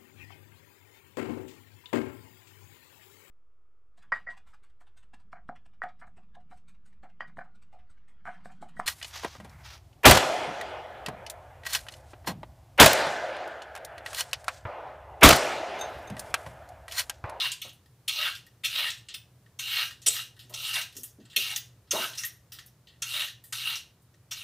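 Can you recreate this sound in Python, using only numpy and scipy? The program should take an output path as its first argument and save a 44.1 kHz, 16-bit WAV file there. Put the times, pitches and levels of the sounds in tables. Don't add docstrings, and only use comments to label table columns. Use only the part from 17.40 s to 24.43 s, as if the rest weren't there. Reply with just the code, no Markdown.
import sys
import numpy as np
from scipy import signal
from scipy.fft import rfft, irfft
from scipy.io import wavfile
from scipy.ndimage import uniform_filter1d

SR = 44100
rng = np.random.default_rng(int(sys.argv[2]) if len(sys.argv) > 2 else 0)


def unload_wav(signal):
    wavfile.write(
        sys.argv[1],
        SR,
        np.round(np.clip(np.atleast_2d(signal).T, -1, 1) * 32767).astype(np.int16),
    )


def to_linear_factor(level_db):
    exponent = np.asarray(level_db, float) / 20
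    return 10 ** exponent


N = 310023
T = np.arange(N) / SR


def peeler():
    judder = unit(to_linear_factor(1.7 * walk(380) + 0.5 * walk(60)))
    coarse, fine = snaps(7000, 0.64), snaps(22000, 1.1)
    drag, press, trail = strokes()
    bite, tick = bites(), rattles()
    wet = wetness()
    sound = plastic_frame(coarse, judder, drag, trail, bite[0])
    sound += fruit(coarse, judder, press, bite[1])
    sound += cutting_edge(fine, judder, wet, drag, bite[2] + tick[2])
    sound += juice(judder, wet, drag, bite[3] + tick[3])
    return sound + loose_handle(fine, tick[0], tick[1])


# (blade lands [s], drag at landing [dB], swell [s],
# drag at peak [dB], held after peak [s])
STROKE_ROWS = [(0.0, -20.5, 0.013, -26, 0.049), (0.245, -45, 0.023, -49, 0.0071),
               (0.701, -38.5, 0.13, -26, 0.052), (1.279, -41.5, 0.11, -27.5, 0.096),
               (2.218, -41, 0.15, -25.5, 0.061), (2.707, -33.5, 0.083, -35.5, .005),
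               (3.171, -40.5, 0.16, -31.5, 0.075), (3.997, -32.5, 0.048, -33.5, 0.089),
               (4.544, -35, 0.061, -31.5, 0.052), (4.791, -45, 0.022, -50, 0.0065),
               (5.667, -44, 0.083, -30, 0.098), (6.155, -37.5, 0.15, -32.5, 0.04),
               (6.945, -42, 0.15, -40, 0.15)]


def strokes():
    land_s, sag_db_per_s, let_go_db_per_s = 0.02, 49.5, 315.5
    drag, press, trail = np.zeros((3, N))
    for s, land_db, swell, peak_db, held in STROKE_ROWS:
        t, end = T - s, swell + held
        end_db = peak_db - sag_db_per_s * held
        after = np.clip(T - s - end, 0, 2)
        drag_db = np.interp(t, [0, swell, end], [land_db, peak_db, end_db])
        on = np.clip(t / land_s + 1, 0, 1) * to_linear_factor(drag_db)
        force = on * to_linear_factor(-let_go_db_per_s * after)
        drag += force
        trail += on * to_linear_factor(-27 - 115.5 * after)
        press += force * to_linear_factor(np.interp(t, [0, end, end + 0.038], [-19, -7.5, -19.5]))
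    return drag, press, trail


# (time [s], peak level [dB], brightness [dB],
# weight on the fruit [dB], decay T60 [s])
BITE_ROWS = [
    (0.216, -25.5, -10, -30, 0.056),
    (0.6784, -16.5, -8, -25.5, 0.09),
    (1.2353, -27.5, -14, -14, 0.083),
    (1.7402, -32.5, -3.5, -20, 0.086),
    (2.6615, -18.5, -3.5, -19, 0.1),
    (3.9615, -13, -9, -22, 0.085),
    (4.775, -35.5, -4.5, -22, 0.23),
    (5.6199, -24.5, -4.5, -13, 0.11),
    (6.1244, -28.5, -2.5, -9, 0.086),
]
# (time [s], peak level [dB], brightness [dB],
# weight on the fruit [dB], decay T60 [s])
LEAN_ROWS = [
    (1.2463, -20, -8.5, -26, 0.086),
    (2.192, -27, -4.5, -15.5, 0.074),
    (3.14, -31.5, -3.5, -20, 0.049),
    (3.338, -31.5, -3, -24, 0.076),
    (3.357, -21, -27, -12, 0.048),
    (4.5111, -22.5, 0, -16, 0.077),
    (6.912, -28.5, -5.5, -16, 0.068),
]
# (edge [dB], edge share of brightness, juice [dB], juice share of brightness)
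BITE_BALANCE = (0.5, 1.36, -6, 0.67)


def bites():
    sharp = tap_force(BITE_ROWS, BITE_BALANCE, rise_s=0.0029, lead_s=0.0016)
    return sharp + tap_force(LEAN_ROWS, BITE_BALANCE, rise_s=0.006, lead_s=0.0042)


# (time [s], peak level [dB], brightness [dB],
# weight on the handle [dB], decay T60 [s])
RATTLE_ROWS = [(0.1171, -24.5, -6, -26, 0.089), (0.9504, -34.5, -8.5, -17, 0.13),
               (1.5015, -26.5, -16, -24, 0.1), (1.5764, -49, -10, -23, 0.12),
               (1.6851, -34.5, -21.5, -16, 0.2), (2.5078, -38.5, -11.5, -8, 0.1),
               (2.617, -48.5, -6.5, -10, 0.31), (2.6824, -52, -5, -22, 0.2), (2.9911, -42, -5, -16, 0.18),
               (3.239, -29, -28, -29, 0.29), (3.414, -27.5, -11, -18, 0.098), (3.5653, -47, 8.5, -10, 0.18),
               (3.6321, -45, 9.5, -10, 0.15), (4.1599, -25, -3, -7, 0.087),
               (4.7324, -36.5, -17, -15, 0.091), (4.7504, -40, -5, -14, 0.15),
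               (4.8344, -31.5, -6, -5, 0.12), (4.8484, -39, 5, -13, 0.11), (5.119, -41, -1.5, -8, 0.29),
               (5.1861, -38, -12, -5, 0.072), (5.4705, -48, -15, -9.5, 0.29),
               (5.88, -30.5, -18.5, -16, 0.084), (6.354, -30, -7.5, -12, 0.14)]
# (time [s], peak level [dB], brightness [dB],
# weight on the handle [dB], decay T60 [s])
TOUCH_ROWS = [(3.125, -47, -19, -5, .15), (4.472, -61, -17, -7, 0.36), (0.291, -40, -18, -17, 0.068),
              (0.3284, -69, 14, -13, 0.13), (0.4574, -58, -3, -4, 0.073), (1.0644, -51.5, 0, -4.5, 0.082),
              (2.0594, -62.5, -7, 0, 0.13), (2.9644, -56, -6, -3, 0.41), (3.0944, -53, 5, -5, 0.14),
              (3.5244, -51, -2, -16, 0.14), (3.5503, -54.5, 2, -10, 0.17), (3.8, -58.5, -14, -1, 0.33),
              (3.8516, -51, -18.5, -1.5, 0.14), (3.8984, -46, -13, -13, 0.26), (3.93, -53, -16, -5, 0.22),
              (5.2599, -58.5, 9, -20.5, 0.12), (6.0384, -55, 11.5, -4, 0.22), (6.6194, -81, 19, -2, 0.13),
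              (6.7401, -61.5, -5, -3, 0.099)]


def rattles():
    rattle = tap_force(RATTLE_ROWS, (-1.3, 0.67, 0.3, 1.31), rise_s=0.0003)
    touch = tap_force(TOUCH_ROWS, (-5.5, 0.4, 0.3, 1.17), rise_s=0.0004)
    return to_linear_factor(-3.5) * (rattle + touch)


# (time [s], level [dB])
WETNESS_POINTS = [(0.05, -2.3), (0.85, -2.2), (1.4, -1), (2.35, -0.5), (2.75, 4.5), (3.3, 1), (4.1, 2.5),
                  (4.6, 3.5), (4.85, 6.5), (5.75, 1.3), (6.2, 0.5), (6.35, 0), (7.0, -4.5)]


def wetness():
    return to_linear_factor(np.interp(T, *np.transpose(WETNESS_POINTS)))


# (frequency [Hz], width [Hz], level [dB])
FRAME_MODES = [(2480, 260, -7), (2850, 260, 0), (3230, 220, -3), (3500, 180, -4), (3820, 220, 0),
               (4170, 320, -5), (4750, 800, -12)]
# (frequency [Hz], width [Hz], level [dB])
HOLLOW_MODES = [(2787, 100, 0.5), (2815, 99, 2.5)]
# (frequency [Hz], width [Hz], level [dB])
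JAW_MODES = [(2696, 390, 0.5), (3267, 294, 2), (3640, 270, 2.5), (4280, 120, 1.5)]


def plastic_frame(coarse, judder, drag, trail, bite):
    hard_db = -21
    hard = to_linear_factor(hard_db - 4) * (drag / to_linear_factor(hard_db)) ** 1.04
    frame = body(coarse * judder * to_linear_factor(-1.5) * (drag + trail), FRAME_MODES, patchy_db=2.0, rate=25)
    hollow = body(coarse * judder * hard, HOLLOW_MODES, patchy_db=3.0, rate=34)
    jaws = body(coarse * to_linear_factor(-4) * bite, JAW_MODES, patchy_db=1.2, rate=15)
    return frame + hollow + jaws


# (frequency [Hz], width [Hz], level [dB])
FRUIT_MODES = [(923, 300, -8.5), (1347, 153, 0.5), (1592, 98, 4), (1898, 208, 2), (2265, 130, 2)]
# (frequency [Hz], width [Hz], level [dB])
FLESH_MODES = [(520, 150, -2), (670, 170, 0), (860, 200, -4)]


def fruit(coarse, judder, press, bite):
    firm_db = -31
    deep = to_linear_factor(firm_db - 17.5) * (press / to_linear_factor(firm_db)) ** 1.49
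    whole = body(coarse * (judder * press + bite), FRUIT_MODES, patchy_db=3.0, rate=27)
    return whole + body(coarse * judder * deep, FLESH_MODES, patchy_db=1.5, rate=25)


# (frequency [Hz], width [Hz], level [dB])
EDGE_MODES = [(4820, 350, -7.5), (5676, 487, 1), (6460, 636, -3.5), (7880, 1700, -8)]


def cutting_edge(fine, judder, wet, drag, taps):
    tearing = judder ** 0.37 * wet * saturate(drag, db=-4, cap_db=-43)
    edge = body(fine * tearing, EDGE_MODES, patchy_db=2.5, rate=40)
    return edge + body(fine * taps, EDGE_MODES, patchy_db=6.45, rate=40)


# (frequency [Hz], width [Hz], level [dB])
SIZZLE_MODES = [(8420, 2000, -3), (9890, 1200, 1), (11420, 1400, -0.5), (13800, 1300, 1),
                (15000, 820, -4.5)]


def juice(judder, wet, drag, taps):
    spray = judder ** 0.35 * wet * saturate(drag, db=-6, cap_db=-33.5) + taps
    return body(snaps(22000, 1.5) * spray, SIZZLE_MODES, patchy_db=2.5, rate=32)


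# (frequency [Hz], width [Hz], level [dB])
PIVOT_MODES = [(2750, 550, -2), (3450, 750, 0), (4350, 800, -3)]
# (frequency [Hz], width [Hz], level [dB])
HANDLE_MODES = [(1450, 500, -13), (1900, 150, 0)]


def loose_handle(fine, pivot_force, handle_force):
    pivots = body(fine * pivot_force, PIVOT_MODES, patchy_db=1.0, rate=28)
    return pivots + body(fine * handle_force, HANDLE_MODES, patchy_db=4.5, rate=28)


# (time [s], peak level [dB], lower mode [dB rel],
# upper mode [dB rel], freedom to ring [0-1])
PING_ROWS = [(0.1156, -46.5, 13.5, -10, 0.7), (0.1344, -59, -1, -9, .55), (0.2204, -51, 4, -3, .6),
             (0.2753, -46, 3, -16, 0.5), (0.9497, -53, 1, -20, .5), (1.5014, -57, 6, -4, .5),
             (1.7434, -45, 5, 3, 0.8), (3.6331, -39, -13.5, -2.5, .7), (4.1634, -31, -6, -2, 0.7),
             (4.8484, -23.5, -6, -14, 0.67), (5.1224, -50, 4, 11.5, .6), (5.2599, -60, -11.5, -23, 0.5),
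             (6.372, -62, 14, -4, .6)]
# (frequency [Hz], decay T60 [s])
BLADE_MODES = [(11670, .085), (9500, 0.085), (15050, .09)]


def blade():
    out, t = np.zeros(N + SR // 2), T[:SR // 2]
    phases = rng.random((len(PING_ROWS), 3))
    for (s, db, *rel_db, free), phase in zip(PING_ROWS, phases):
        k = int(s * SR)
        for (hz, t60), rel, turn in zip(BLADE_MODES, [0, *rel_db], phase):
            pair = np.sin(2 * np.pi * hz * t) + 0.51 * np.sin(2 * np.pi * ((hz + 18) * t + turn))
            ring_s = 2.5 * t60 * np.clip(free, 0.1, 1.5)
            decay = (1 - np.exp(-t / 0.0092)) * 1000. ** (-t / ring_s)
            out[k:k + len(t)] += to_linear_factor(db + rel - 5.5) * pair * decay
    return out[:N] * to_linear_factor(1.7 * walk(70))


# (middle [s], half length [s], level [dB], pitch [Hz])
DIG_ROWS = [(0.042, 0.016, -41, 1040), (0.823, 0.043, -50.5, 603), (0.898, .03, -55, 1200),
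            (1.407, 0.057, -55, 605), (2.447, 0.037, -63, 800), (3.25, 0.023, -62.5, 970),
            (3.377, 0.016, -51.5, 687), (4.126, 0.027, -51.5, 820), (4.628, 0.037, -38, 1394),
            (4.623, 0.043, -51, 357), (5.783, .05, -56.5, 612), (5.757, 0.025, -55, 1070),
            (6.308, 0.019, -51.5, 850)]


def digs():
    tearing, out = snaps(1500, 2.1), np.zeros(N)
    for s, half, db, hz in DIG_ROWS:
        width_hz = 0.22 * hz
        groan = unit(resonate(resonate(tearing, hz, width_hz), hz, width_hz))
        out += to_linear_factor(db) * np.exp(-((T - s) / half) ** 2) * groan
    return out


# (time [s], peak level [dB], pitch [Hz], decay T60 [s])
KNOCK_ROWS = [(0.245, -40.5, 560, 0.12), (1.245, -54, 490, 0.15), (2.665, -34.5, 456, 0.13),
              (2.699, -55, 775, 0.23), (3.039, -55, 273, 0.24), (3.097, -43.5, 603, 0.47),
              (3.552, -44.5, 272, 0.17), (3.578, -45, 254, 0.13), (3.783, -43, 220, 0.15),
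              (3.817, -51, 181, 0.15), (3.965, -38, 400, 0.13), (4.53, -22, 442, 0.09),
              (4.544, -22, 653, 0.12), (4.556, -29, 682, 0.44), (4.59, -37.5, 350, 0.18),
              (5.131, -67, 199, 0.13)]


def knocks():
    out, t = np.zeros(N + SR // 2), T[:SR // 3]
    rumbles = rng.standard_normal((len(KNOCK_ROWS), len(t)))
    for (s, db, hz, t60), rumble in zip(KNOCK_ROWS, rumbles):
        blow = rumble * (1 - np.exp(-t / 0.0043)) * 1000. ** (-t / np.clip(t60, 0.02, 0.4))
        blow = resonate(resonate(blow, hz, 2.0 * hz), hz, 2.0 * hz)
        ring = resonate(blow, hz, 0.088 * hz)
        ring += 0.78 * resonate(blow, 1.33 * hz, 0.5 * hz)
        ring += 0.51 * resonate(blow, 0.649 * hz, 0.3 * hz)
        k = int(s * SR)
        out[k:k + len(t)] += to_linear_factor(db - 3.0) * ring / np.abs(ring).max()
    return out[:N]


def tiled_room(near):
    t60_s, level_db, dull_hz = 0.28, -9.5, 6360
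    t = T[:SR // 2]
    tail = rng.standard_normal(len(t)) * 1000. ** (-t / t60_s) * np.clip(t / 0.00094, 0, 1)
    tail = signal.lfilter(*signal.butter(1, dull_hz, fs=SR), tail)
    return near + to_linear_factor(level_db) * signal.fftconvolve(near, tail / np.linalg.norm(tail))[:N]


# (frequency [Hz], density [dB/Hz])
AIR_SPECTRUM = [(25, -41.5), (59, -13.5), (119, -4), (240, -21.5), (340, -21.5), (1200, -30.5),
                (2640, -36.5), (15600, -41.5)]


def kitchen():
    hum_hz, width_hz = 120.4, 7
    hum = resonate(rng.standard_normal(N), hum_hz, width_hz)
    hum = unit(resonate(hum, hum_hz, 2 * width_hz))
    air = colour(rng.standard_normal(N), AIR_SPECTRUM) * to_linear_factor(0.41 * walk(3.4))
    return to_linear_factor(-63) * hum + to_linear_factor(-61) * air


# (frequency [Hz], width [Hz], level [dB])
PORT_BANDS = [(1916, 660, -11), (9900, 500, -7.5)]
# (frequency [Hz], density [dB/Hz])
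HISS_SPECTRUM = [(59, -63), (100, -22), (134, -13), (1340, -9.5), (2230, -5.5), (2480, -7), (6030, -5.5),
                 (15600, -7.5)]


def microphone_difference(mid):
    low, high = (to_linear_factor(db) * resonate(resonate(mid, hz, w), hz, w) for hz, w, db in PORT_BANDS)
    hiss = to_linear_factor(-76) * colour(rng.standard_normal(N), HISS_SPECTRUM)
    return low - high + to_linear_factor(-34) * resonate(mid, 6500, 12000) + hiss


def tap_force(rows, tilt, rise_s, lead_s=0.):
    force, t = np.zeros((4, N + SR // 2)), T[:SR // 3]
    edge_db, edge_share, juice_db, juice_share = tilt
    for s, db, bright_db, weight_db, t60 in rows:
        shape = (1 - np.exp(-t / rise_s)) ** 2 * 1000. ** (-t / np.clip(t60, 0.01, 0.4))
        parts_db = np.array([0, weight_db, edge_db + edge_share * bright_db, juice_db + juice_share * bright_db])
        k = int((s - lead_s) * SR)
        force[:, k:k + len(t)] += np.outer(to_linear_factor(db - 2.0 + parts_db), shape / shape.max())
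    return force[:, :N]


def snaps(rate, spread_db):
    burst = rng.random(N) < rate / SR
    size_db = spread_db * rng.exponential(size=N)
    return unit(burst * rng.standard_normal(N) * to_linear_factor(size_db))


def body(x, modes, patchy_db, rate):
    power = sum(to_linear_factor(2 * db) * w for hz, w, db in modes) * 4.47 / SR
    out = np.zeros(N)
    for k, (hz, w, db) in enumerate(modes):
        share = to_linear_factor(db + patchy_db * walk(rate))
        ring = resonate(resonate(share * x, hz, 1.63 * w), hz, 1.63 * w)
        out += (-1) ** k * ring
    return out / np.sqrt(power)


def resonate(x, hz, width_hz):
    return signal.lfilter(*signal.iirpeak(hz, hz / width_hz, fs=SR), x)


def saturate(force, db, cap_db):
    return force * to_linear_factor(db) / (1 + force * to_linear_factor(db - cap_db))


def walk(rate):
    k = int(SR / rate)
    steps = np.repeat(rng.standard_normal(N // k + 1), k)[:N]
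    return unit(uniform_filter1d(steps, k))


def unit(x):
    return x / np.sqrt(np.mean(x ** 2))


def colour(x, points):
    hz, db = np.transpose(points)
    f = np.arange(1, 4098) * SR / 8194
    curve_db = np.interp(np.log(f), np.log(hz), db, left=db[0] - 29, right=-90)
    cepstrum = irfft(np.log(to_linear_factor(curve_db)))
    cepstrum[1:4096] *= 2
    cepstrum[4097:] = 0
    h = irfft(np.exp(rfft(cepstrum)))[:4096]
    return signal.fftconvolve(x, h / np.linalg.norm(h))[:N]


def scene():
    mid = tiled_room(peeler() + blade() + digs() + knocks())
    side = microphone_difference(mid)
    return mid + kitchen() + side * np.array([[1], [-1]])


def low_pass(x):
    return signal.sosfilt(signal.butter(12, 16710, fs=SR, output="sos"), x)


def record(dry):
    top_cut = signal.ellip(6, 0.3, 36, 15550, fs=SR, output="sos")
    mix = signal.sosfilt(top_cut, dry)
    return low_pass(mix)


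dry = scene()
out = record(dry)
unload_wav(out)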